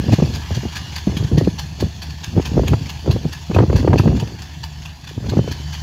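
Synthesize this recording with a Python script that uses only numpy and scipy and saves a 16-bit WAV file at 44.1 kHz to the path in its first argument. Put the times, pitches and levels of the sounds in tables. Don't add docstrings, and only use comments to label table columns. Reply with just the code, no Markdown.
import sys
import numpy as np
from scipy import signal
from scipy.fft import rfft, irfft, next_fast_len
from scipy.io import wavfile
from scipy.ndimage import uniform_filter1d, minimum_filter1d

SR = 44100
rng = np.random.default_rng(int(sys.argv[2]) if len(sys.argv) > 2 else 0)


def voltage_ratio(decibels):
    exponent = np.asarray(decibels, float) / 20
    return 10 ** exponent


def materialize(psi):
    bounded = np.clip(np.atleast_2d(psi).T, -1, 1)
    quanta = np.round(bounded * 32767).astype(np.int16)
    wavfile.write(sys.argv[1], SR, quanta)


N = 256662


def evened(x):
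    return x / np.sqrt(np.mean(x ** 2) + 1e-20)


def curve(rows):
    s, *columns = np.transpose(rows)
    return [np.interp(np.arange(N) / SR, s, column) for column in columns]


def coloured(x, gain_db):
    size = next_fast_len(len(x))
    hz = np.fft.rfftfreq(size, 1 / SR) + 1
    return irfft(rfft(x, size) * voltage_ratio(gain_db(hz)), size)[:len(x)]


def read(points):
    f, value = np.transpose(points)
    return lambda hz: np.interp(np.log(hz), np.log(f), value)


def hump(hz, centre_hz, width_hz):
    return 1 / (1 + (2 * (hz - centre_hz) / width_hz) ** 2)


def wander(top_hz):
    steps = rng.standard_normal(N // 64 + 2)
    slow = coloured(steps, lambda hz: -10 * np.log10(1 + ((hz - 1) / 64 / top_hz) ** 6))
    return np.interp(np.arange(N) / 64, np.arange(len(slow)), evened(slow))


def add(mix, s, sound):
    part = mix[max(round(s * SR), 0):][:len(sound)]
    part += sound[:len(part)]


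def mottled(x, patchy_db=2.5):
    z = signal.stft(x, nperseg=512, noverlap=384)[2]
    patches = rng.standard_normal(z.shape[::-1]).T
    patches = uniform_filter1d(patches, size=3, axis=0)
    patches = evened(uniform_filter1d(patches, size=25, axis=1))
    return signal.istft(z * voltage_ratio(patchy_db * patches), nperseg=512, noverlap=384)[1][:N]


# [start_s, end_s, start_pitch_hz, end_pitch_hz]
WHINES = [
    (.4, 1.02, 2810, 2890),
    (5.3, 5.95, 3040, 3060),
    (1.35, 1.7, 6200, 6200),
    (.64, 1.0, 10620, 10620),
    (.85, 1.75, 10050, 10000),
    (1.2, 1.8, 10760, 10620),
    (.22, .55, 12200, 12200),
    (2.4, 2.62, 10600, 10600),
]
WHINE_LEVELS = [-47, -49, -58, -66, -68, -71, -63, -69]


def whines():
    out = np.zeros(N)
    for (start_s, end_s, start_hz, end_hz), db in zip(WHINES, WHINE_LEVELS):
        a, b = round(start_s * SR), min(round(end_s * SR), N)
        hz = np.linspace(start_hz, end_hz, b - a) + 6 * wander(top_hz=30)[a:b]
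        tone = np.sin(2 * np.pi * np.cumsum(hz) / SR) * voltage_ratio(db + 2 * wander(top_hz=12)[a:b])
        fade = signal.windows.tukey(round((end_s - start_s) * SR) + 1, .3)[:b - a]
        out[a:b] += np.sqrt(2) * tone * fade
    return out


# [crest_s, level_db, rise_s, fall_s]; rise and fall are the times to change by 20 dB
GUSTS = [(0.0, -12.5, .05, -0.025), (0.137, -14, 0.16, 0.0144), (0.229, -19.5, 0, 0.19),
         (.52, -20, -0.04, 0), (.58, -26, 0.14, .015), (.655, -18, -0.02, 0.03), (.91, -39.5, 1, 2.2),
         (1.077, -23, -0.05, 0.21), (1.198, -19.5, 0.01, 0.13), (1.32, -15.5, -0.01, 0.2247),
         (1.421, -7, 0, 0.01), (1.483, -17.5, .015, 0.01), (1.829, -16, 0.04, 0.055),
         (2.385, -15, 0.07, .03), (2.582, -16.5, 0.1147, .15), (2.738, -14.5, 0.06, 0.0046),
         (2.83, -27.5, 0.74, 0.14), (3.082, -16, 0.04, 0.16), (3.172, -21, 0.04, -0.08),
         (3.26, -29, 0.1, 0.1), (3.599, -9, 0.0636, 0.104), (3.76, -16.5, .2, 0.33),
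         (3.87, -19, 0.04, 0.21), (3.938, -10, 0.104, 0.09), (4.08, -10, .08, 0.11),
         (4.16, -25, -0.7, 0.28), (5.25, -30, 0.12, 0.4), (5.33, -24, 0.14, 0.15),
         (5.399, -20.5, 0.14, 0.11), (5.478, -29, 0, 0.2)]


def gusting():
    calm_db = -46.5
    t, power = np.arange(N) / SR, voltage_ratio(2 * calm_db)
    for s, db, rise_s, fall_s in GUSTS:
        drop = np.maximum((s - t) / max(rise_s, .004), (t - s) / max(fall_s, .004))
        power = power + voltage_ratio(2 * (db - 20 * drop))
    return 10 * np.log10(power)


# [pitch_hz, level_db per Hz]
EDDY_COLOUR = [(15, -58), (28, -37), (62, -0.5), (110, 1.5), (794, -23.5), (1610, -44.5), (2690, -44.5),
               (3920, -82.5), (4580, -56), (5000, -83), (6500, -81), (11000, -120)]


def wind():
    level_db = gusting()
    small_db = -10.5 - np.maximum(-34 - level_db, 0)
    colour, split_hz = read(EDDY_COLOUR), 330

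    large = rng.standard_normal(N)
    large = coloured(large, lambda hz: colour(hz) - 10 * np.log10(1 + (hz / split_hz) ** 4))
    large = evened(evened(large) * voltage_ratio(3.46 * wander(top_hz=35.5)))

    happens = rng.random(N) < 420 / SR
    strength = voltage_ratio(2.35 * np.minimum(rng.exponential(1, N), 3)) * rng.choice([-1, 1], N)
    clumps = voltage_ratio(np.minimum(8.0 * wander(top_hz=42.7), 10.5))
    small = coloured(happens * strength * clumps,
                     lambda hz: colour(hz) - 10 * np.log10(1 + (split_hz / hz) ** 4))
    return voltage_ratio(level_db + 5) * large + voltage_ratio(level_db + small_db) * evened(small)


# [snap_s, peak_db, swing_pitch_hz, snap_db]
SLAPS = [(0.082, -24, 94, -11.5), (0.126, -8, 88, -16), (0.186, -2, 135, -13), (0.223, 1, 139, -9.5),
         (0.573, -5.5, 127, -23), (0.633, -16, 174, -23.5), (1.073, 1, 175.4, -16.5), (1.169, -9, 142, -33),
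         (5.39, 0.5, 119.5, -8), (1.316, -8, 194, -14), (1.377, 1.5, 148, -9.5), (1.473, -3, 150, -5.5),
         (1.824, -9, 83, -8), (2.377, -1.5, 142, -9), (2.576, 1.5, 66.3, -4), (2.567, -4, 107, -14.5),
         (2.733, -1, 118, -29), (3.076, -14, 122, -9), (3.253, -5.5, 141, -19), (3.499, -7.5, 147, -22.5),
         (3.561, -2.5, 85, -31), (3.846, -12, 90, -8.5), (3.998, 3, 106.5, -20), (4.057, -4, 129, -15),
         (4.226, -8, 117.4, -21), (5.177, -15, 107, -19), (5.319, -7, 159, -22), (5.369, -1.5, 128, -6.5),
         (.512, -6.5, 76, -35), (3.603, -3.5, 86.5, -30)]


def slaps():
    out, t = np.zeros(N), np.arange(5000) / SR
    lead_s, decay_s = .002, 0.013
    draws = rng.standard_normal((len(SLAPS), len(t) + 1))
    for (s, db, pitch_hz, _), (a, *noise) in zip(SLAPS, draws):
        shape = (1 - np.exp(-t / 0.0012)) * np.exp(-t / (decay_s * (120 / pitch_hz) ** 0.38))
        uneven = uniform_filter1d(np.array(noise), size=120) * np.sqrt(120)
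        hz = pitch_hz * (1 + 0.79 * np.exp(-t / 0.004) + 0.22 * uneven)
        swing = np.sin(2 * np.pi * np.cumsum(hz) / SR + np.pi + .6 * a)
        add(out, s - lead_s, voltage_ratio(db - 1.5) * shape * swing)
    return out


# [start_s, peak_db, crack_db against the snap]
SNAPS = [(0.199, -16, -12), (0.505, -20, -14.5), (5.11, -30.5, -28), (1.225, -22, -13.5), (1.41, -9, -38),
         (2.364, -11, -30.5), (2.396, -9, -21), (2.541, -30, -27), (2.593, -6.5, -25), (2.633, -13, -19),
         (3.059, -20, -13), (3.161, -13.5, -18), (3.511, -15, -10), (3.546, -13, -16), (3.585, -2.5, -10.5),
         (3.602, -5.5, -16), (3.634, -8.5, -19.5), (3.698, -10.5, -14), (3.728, -12, -15),
         (3.562, -7, -9.5), (3.875, -3, -16), (3.93, -12.5, 1), (3.938, -6.5, -22), (3.993, -13, -4.5),
         (4.074, -8, -14), (4.32, -26.5, -28), (2.733, -6.5, -10.5), (5.241, -22.5, -15),
         (5.334, -12.5, -21), (5.476, -16, -21)]


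def snaps():
    out, t = np.zeros(N), np.arange(-100, 600) / SR
    after = np.maximum(t + 0.00088, 0)
    rows = SNAPS + [(s, db, -24) for s, _, _, db in SLAPS]
    draws = rng.standard_normal((len(rows), len(t) + 2))
    wake_band = signal.butter(2, [350, 1200], "band", fs=SR)
    for (s, db, crack_db), (a, b, *noise) in zip(rows, draws):
        hz = (260 + 450 * np.exp(-after / 0.0025)) * (1 + 0.15 * b)
        swell = after / 0.0025 * np.exp(1 - after / 0.0025)
        swing = swell * np.sin(2 * np.pi * np.cumsum(hz) / SR + 3 * a)
        crack = np.exp(.16 - np.hypot(t, .00008) / .0005) * np.cos(2 * np.pi * (800 * t + a))
        ragged = evened(signal.lfilter(*wake_band, noise))
        wake = .45 * ragged * after / .003 * np.exp(1 - after / .003)
        add(out, s + 0.00162 + t[0], voltage_ratio(db - 1.0) * (swing + voltage_ratio(crack_db + 6.5) * (crack + wake)))
    return out


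# [pitch_hz, level_db per Hz]
HISS = [(240, -28), (400, -18), (579, -15), (964, -2), (1330, -9.5), (1680, -5.5), (2150, -7), (2800, -2),
        (3470, -8.5), (3870, -13), (4650, -8), (6850, -6.5), (8900, -29.5), (10500, -23.5), (16000, -27.5)]
# [pitch_hz, width_hz, boost_db]
BODY = [
    (830, 330, 7),
    (1700, 310, 6.5),
    (2750, 1600, 1),
    (3450, 450, 6),
    (4336, 1070, 10.5),
    (6120, 820, 2),
    (10400, 900, 0.5),
    (12200, 1200, 2),
]


def train_colour(hz):
    return read(HISS)(hz) + sum(db * hump(hz, f, width_hz) for f, width_hz, db in BODY)


def split(x, edge_hz=8700):
    low = coloured(x, lambda hz: -10 * np.log10(1 + (hz / edge_hz) ** 24))
    return low, x - low


# [time_s, level_db]
ROLL = [(0.0, -34), (0.84, -35), (1.2, -37.5), (1.83, -40), (2.3, -39.5), (2.63, -37), (3.42, -38),
        (3.85, -40.5), (4.15, -40), (4.47, -40.5), (4.9, -41.5), (5.11, -43.5), (5.41, -38.5), (5.74, -37),
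        (5.82, -37)]
FIRING_HZ = 75.8


def rolling():
    level_db, = curve(ROLL)
    top_db = -59.5 + 0.76 * (level_db + 39)
    firing = np.cos(2 * np.pi * FIRING_HZ * np.arange(N) / SR)
    flicker = voltage_ratio(0.86 * wander(top_hz=40) + 0.83 * firing)
    noise = rng.standard_normal(N) * flicker
    low, _ = split(coloured(mottled(noise), train_colour))
    _, top = split(coloured(mottled(noise, patchy_db=1.0), train_colour))
    return voltage_ratio(level_db - 2.5) * evened(low) + voltage_ratio(top_db + 0.6) * evened(top)


# [time_s, firing_level_db]
EXHAUST = [(0, -38), (.42, -30.5), (.8, -36), (1.0, -32), (1.6, -33), (2.25, -34), (2.9, -31.5),
           (3.4, -33.5), (4.4, -41.5), (4.65, -34.5), (4.9, -37.5), (4.99, -48), (5.08, -39.5), (5.55, -38),
           (5.7, -26), (5.82, -28.5)]
# [pitch_hz, level_db per Hz]
RUMBLE = [(18, -34), (30, -13), (54, 10), (81, 7.5), (162, 4.5), (211, -26), (309, -14.5), (447, -38),
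          (700, -9), (910, -21), (1540, -120)]


def exhaust():
    db, = curve(EXHAUST)
    turns = np.cumsum(FIRING_HZ * (1 + .012 * wander(top_hz=6))) / SR
    first = voltage_ratio(db + 2 * wander(top_hz=12)) * np.sin(2 * np.pi * turns)
    octave_level = voltage_ratio(db - 5.5 + 4.2 * wander(top_hz=16))
    octave = octave_level * np.sin(4 * np.pi * turns + 0.57 * wander(top_hz=23))
    rumble = evened(coloured(rng.standard_normal(N), read(RUMBLE)))
    rumble_db = -38.5 + 0.42 * (db + 36)
    return np.sqrt(2) * (first + octave) + voltage_ratio(rumble_db) * rumble


def yard_echo(x):
    t60_s = 0.37
    t = np.arange(SR // 2) / SR
    tail = rng.standard_normal(len(t)) * voltage_ratio(-60 * t / t60_s) * np.clip(t / 0.017, 0, 1)
    return coloured(signal.fftconvolve(x, tail / np.linalg.norm(tail))[:N], lambda hz: -hz / 2500)


# [start_s, peak_db, loudest_pitch_hz, valve_tick_db]; the tick comes just ahead
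CHUFFS = [(0.1219, -18, 2550, -46), (0.35, -19.5, 4800, -39), (0.548, -20, 4450, -43),
          (0.7555, -20.5, 1820, -30), (0.959, -17, 4500, -26), (1.169, -17, 3240, -43.5),
          (1.3789, -17, 1900, -45), (1.587, -15, 4400, -45), (1.8021, -17, 4570, -49.5),
          (2.0206, -20, 4570, -40), (2.239, -17.5, 2690, -35), (2.4544, -18, 2540, -27),
          (2.6766, -17, 2620, -40.5), (2.893, -19, 2750, -27), (3.1108, -18, 4100, -36),
          (3.3279, -20.5, 1700, -44.5), (3.5444, -21.5, 2500, -38), (3.761, -17, 2630, -28),
          (3.9824, -14.5, 2700, -45), (4.198, -19.5, 3020, -27.5), (4.42, -23.5, 5000, -30),
          (4.636, -21, 4730, -47.5), (4.855, -25.5, 2590, -32.5), (5.073, -26.5, 3000, -33),
          (5.2943, -22, 4100, -32), (5.5127, -21, 4430, -29.5), (5.73, -22, 3000, -48)]
# [start_s, peak_db, loudest_pitch_hz]
STRAY_PUFFS = [(0.134, -18, 1500), (0.256, -26, 4500), (0.3341, -20.5, 1580), (0.559, -20.5, 4540),
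               (0.7641, -16, 1730), (0.978, -20, 4570), (1.237, -27.5, 3140), (1.444, -26, 2470),
               (2.1025, -26.5, 2410), (2.252, -39, 2700), (2.468, -23.5, 2500), (2.728, -28, 1840),
               (2.9, -30, 2660), (2.969, -34, 2910), (3.349, -31, 2490), (3.775, -21, 4450),
               (3.7933, -23, 1850), (3.937, -31, 1560), (3.962, -30, 4260), (4.003, -40, 2620),
               (4.273, -30.5, 2620), (5.087, -25.5, 3000), (5.379, -30, 1650), (5.525, -28, 4400),
               (5.747, -23.5, 3040)]


def chuffs():
    out, t = np.zeros(N), np.arange(2600) / SR
    # start_s, peak_db, loudest_hz, top_octave_db, length_s
    puffs = [(s, db, hz, -19.5, 0.015) for s, db, hz, _ in CHUFFS]
    puffs += [(s - 0.034, tick_db, 2310, -23, 0.016) for s, _, _, tick_db in CHUFFS]
    puffs += [(s, db, hz, -23, 0.013) for s, db, hz in STRAY_PUFFS]
    spit = voltage_ratio(3 * wander(top_hz=250))
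    draws = rng.standard_normal((len(puffs), len(t)))
    for (s, db, loud_hz, top_db, length_s), noise in zip(puffs, draws):
        u = (t - .014) / np.clip(length_s * 0.44, .002, .008)
        swell = np.exp(1 - np.sqrt(1 + (u * np.where(u < 0, 1.7, 1)) ** 2))
        fizz = np.exp(1 - np.sqrt(1 + (u * np.where(u < 0, 3.2, .7)) ** 2))
        low, top = split(coloured(noise, lambda hz: train_colour(hz) + 8 * hump(hz, loud_hz, 340)))
        burst = swell * evened(low) + voltage_ratio(top_db + 3.5) * fizz * evened(top)
        add(out, s - .01, voltage_ratio(db - 10.0) * burst)
    return mottled(out * spit) + voltage_ratio(-5) * mottled(yard_echo(out))


def scene():
    air = wind() + slaps() + snaps()
    train = whines() + rolling() + exhaust() + chuffs()
    return (air + train)[None]


def top_cut(x):
    return signal.sosfilt(signal.butter(12, 15830, fs=SR, output="sos"), x)


def record(dry):
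    x = signal.sosfilt(signal.butter(5, 50, "high", fs=SR, output="sos"), dry)
    room = minimum_filter1d(np.minimum(.98 / (abs(x) + 1e-9), 1), size=161)
    x = x * uniform_filter1d(room, size=161)
    treble_limit = signal.firwin(401, 15850, window=("kaiser", 9), fs=SR)
    x = signal.oaconvolve(x, treble_limit[None], "same")
    return top_cut(x)


dry = scene()
out = record(dry)
materialize(out)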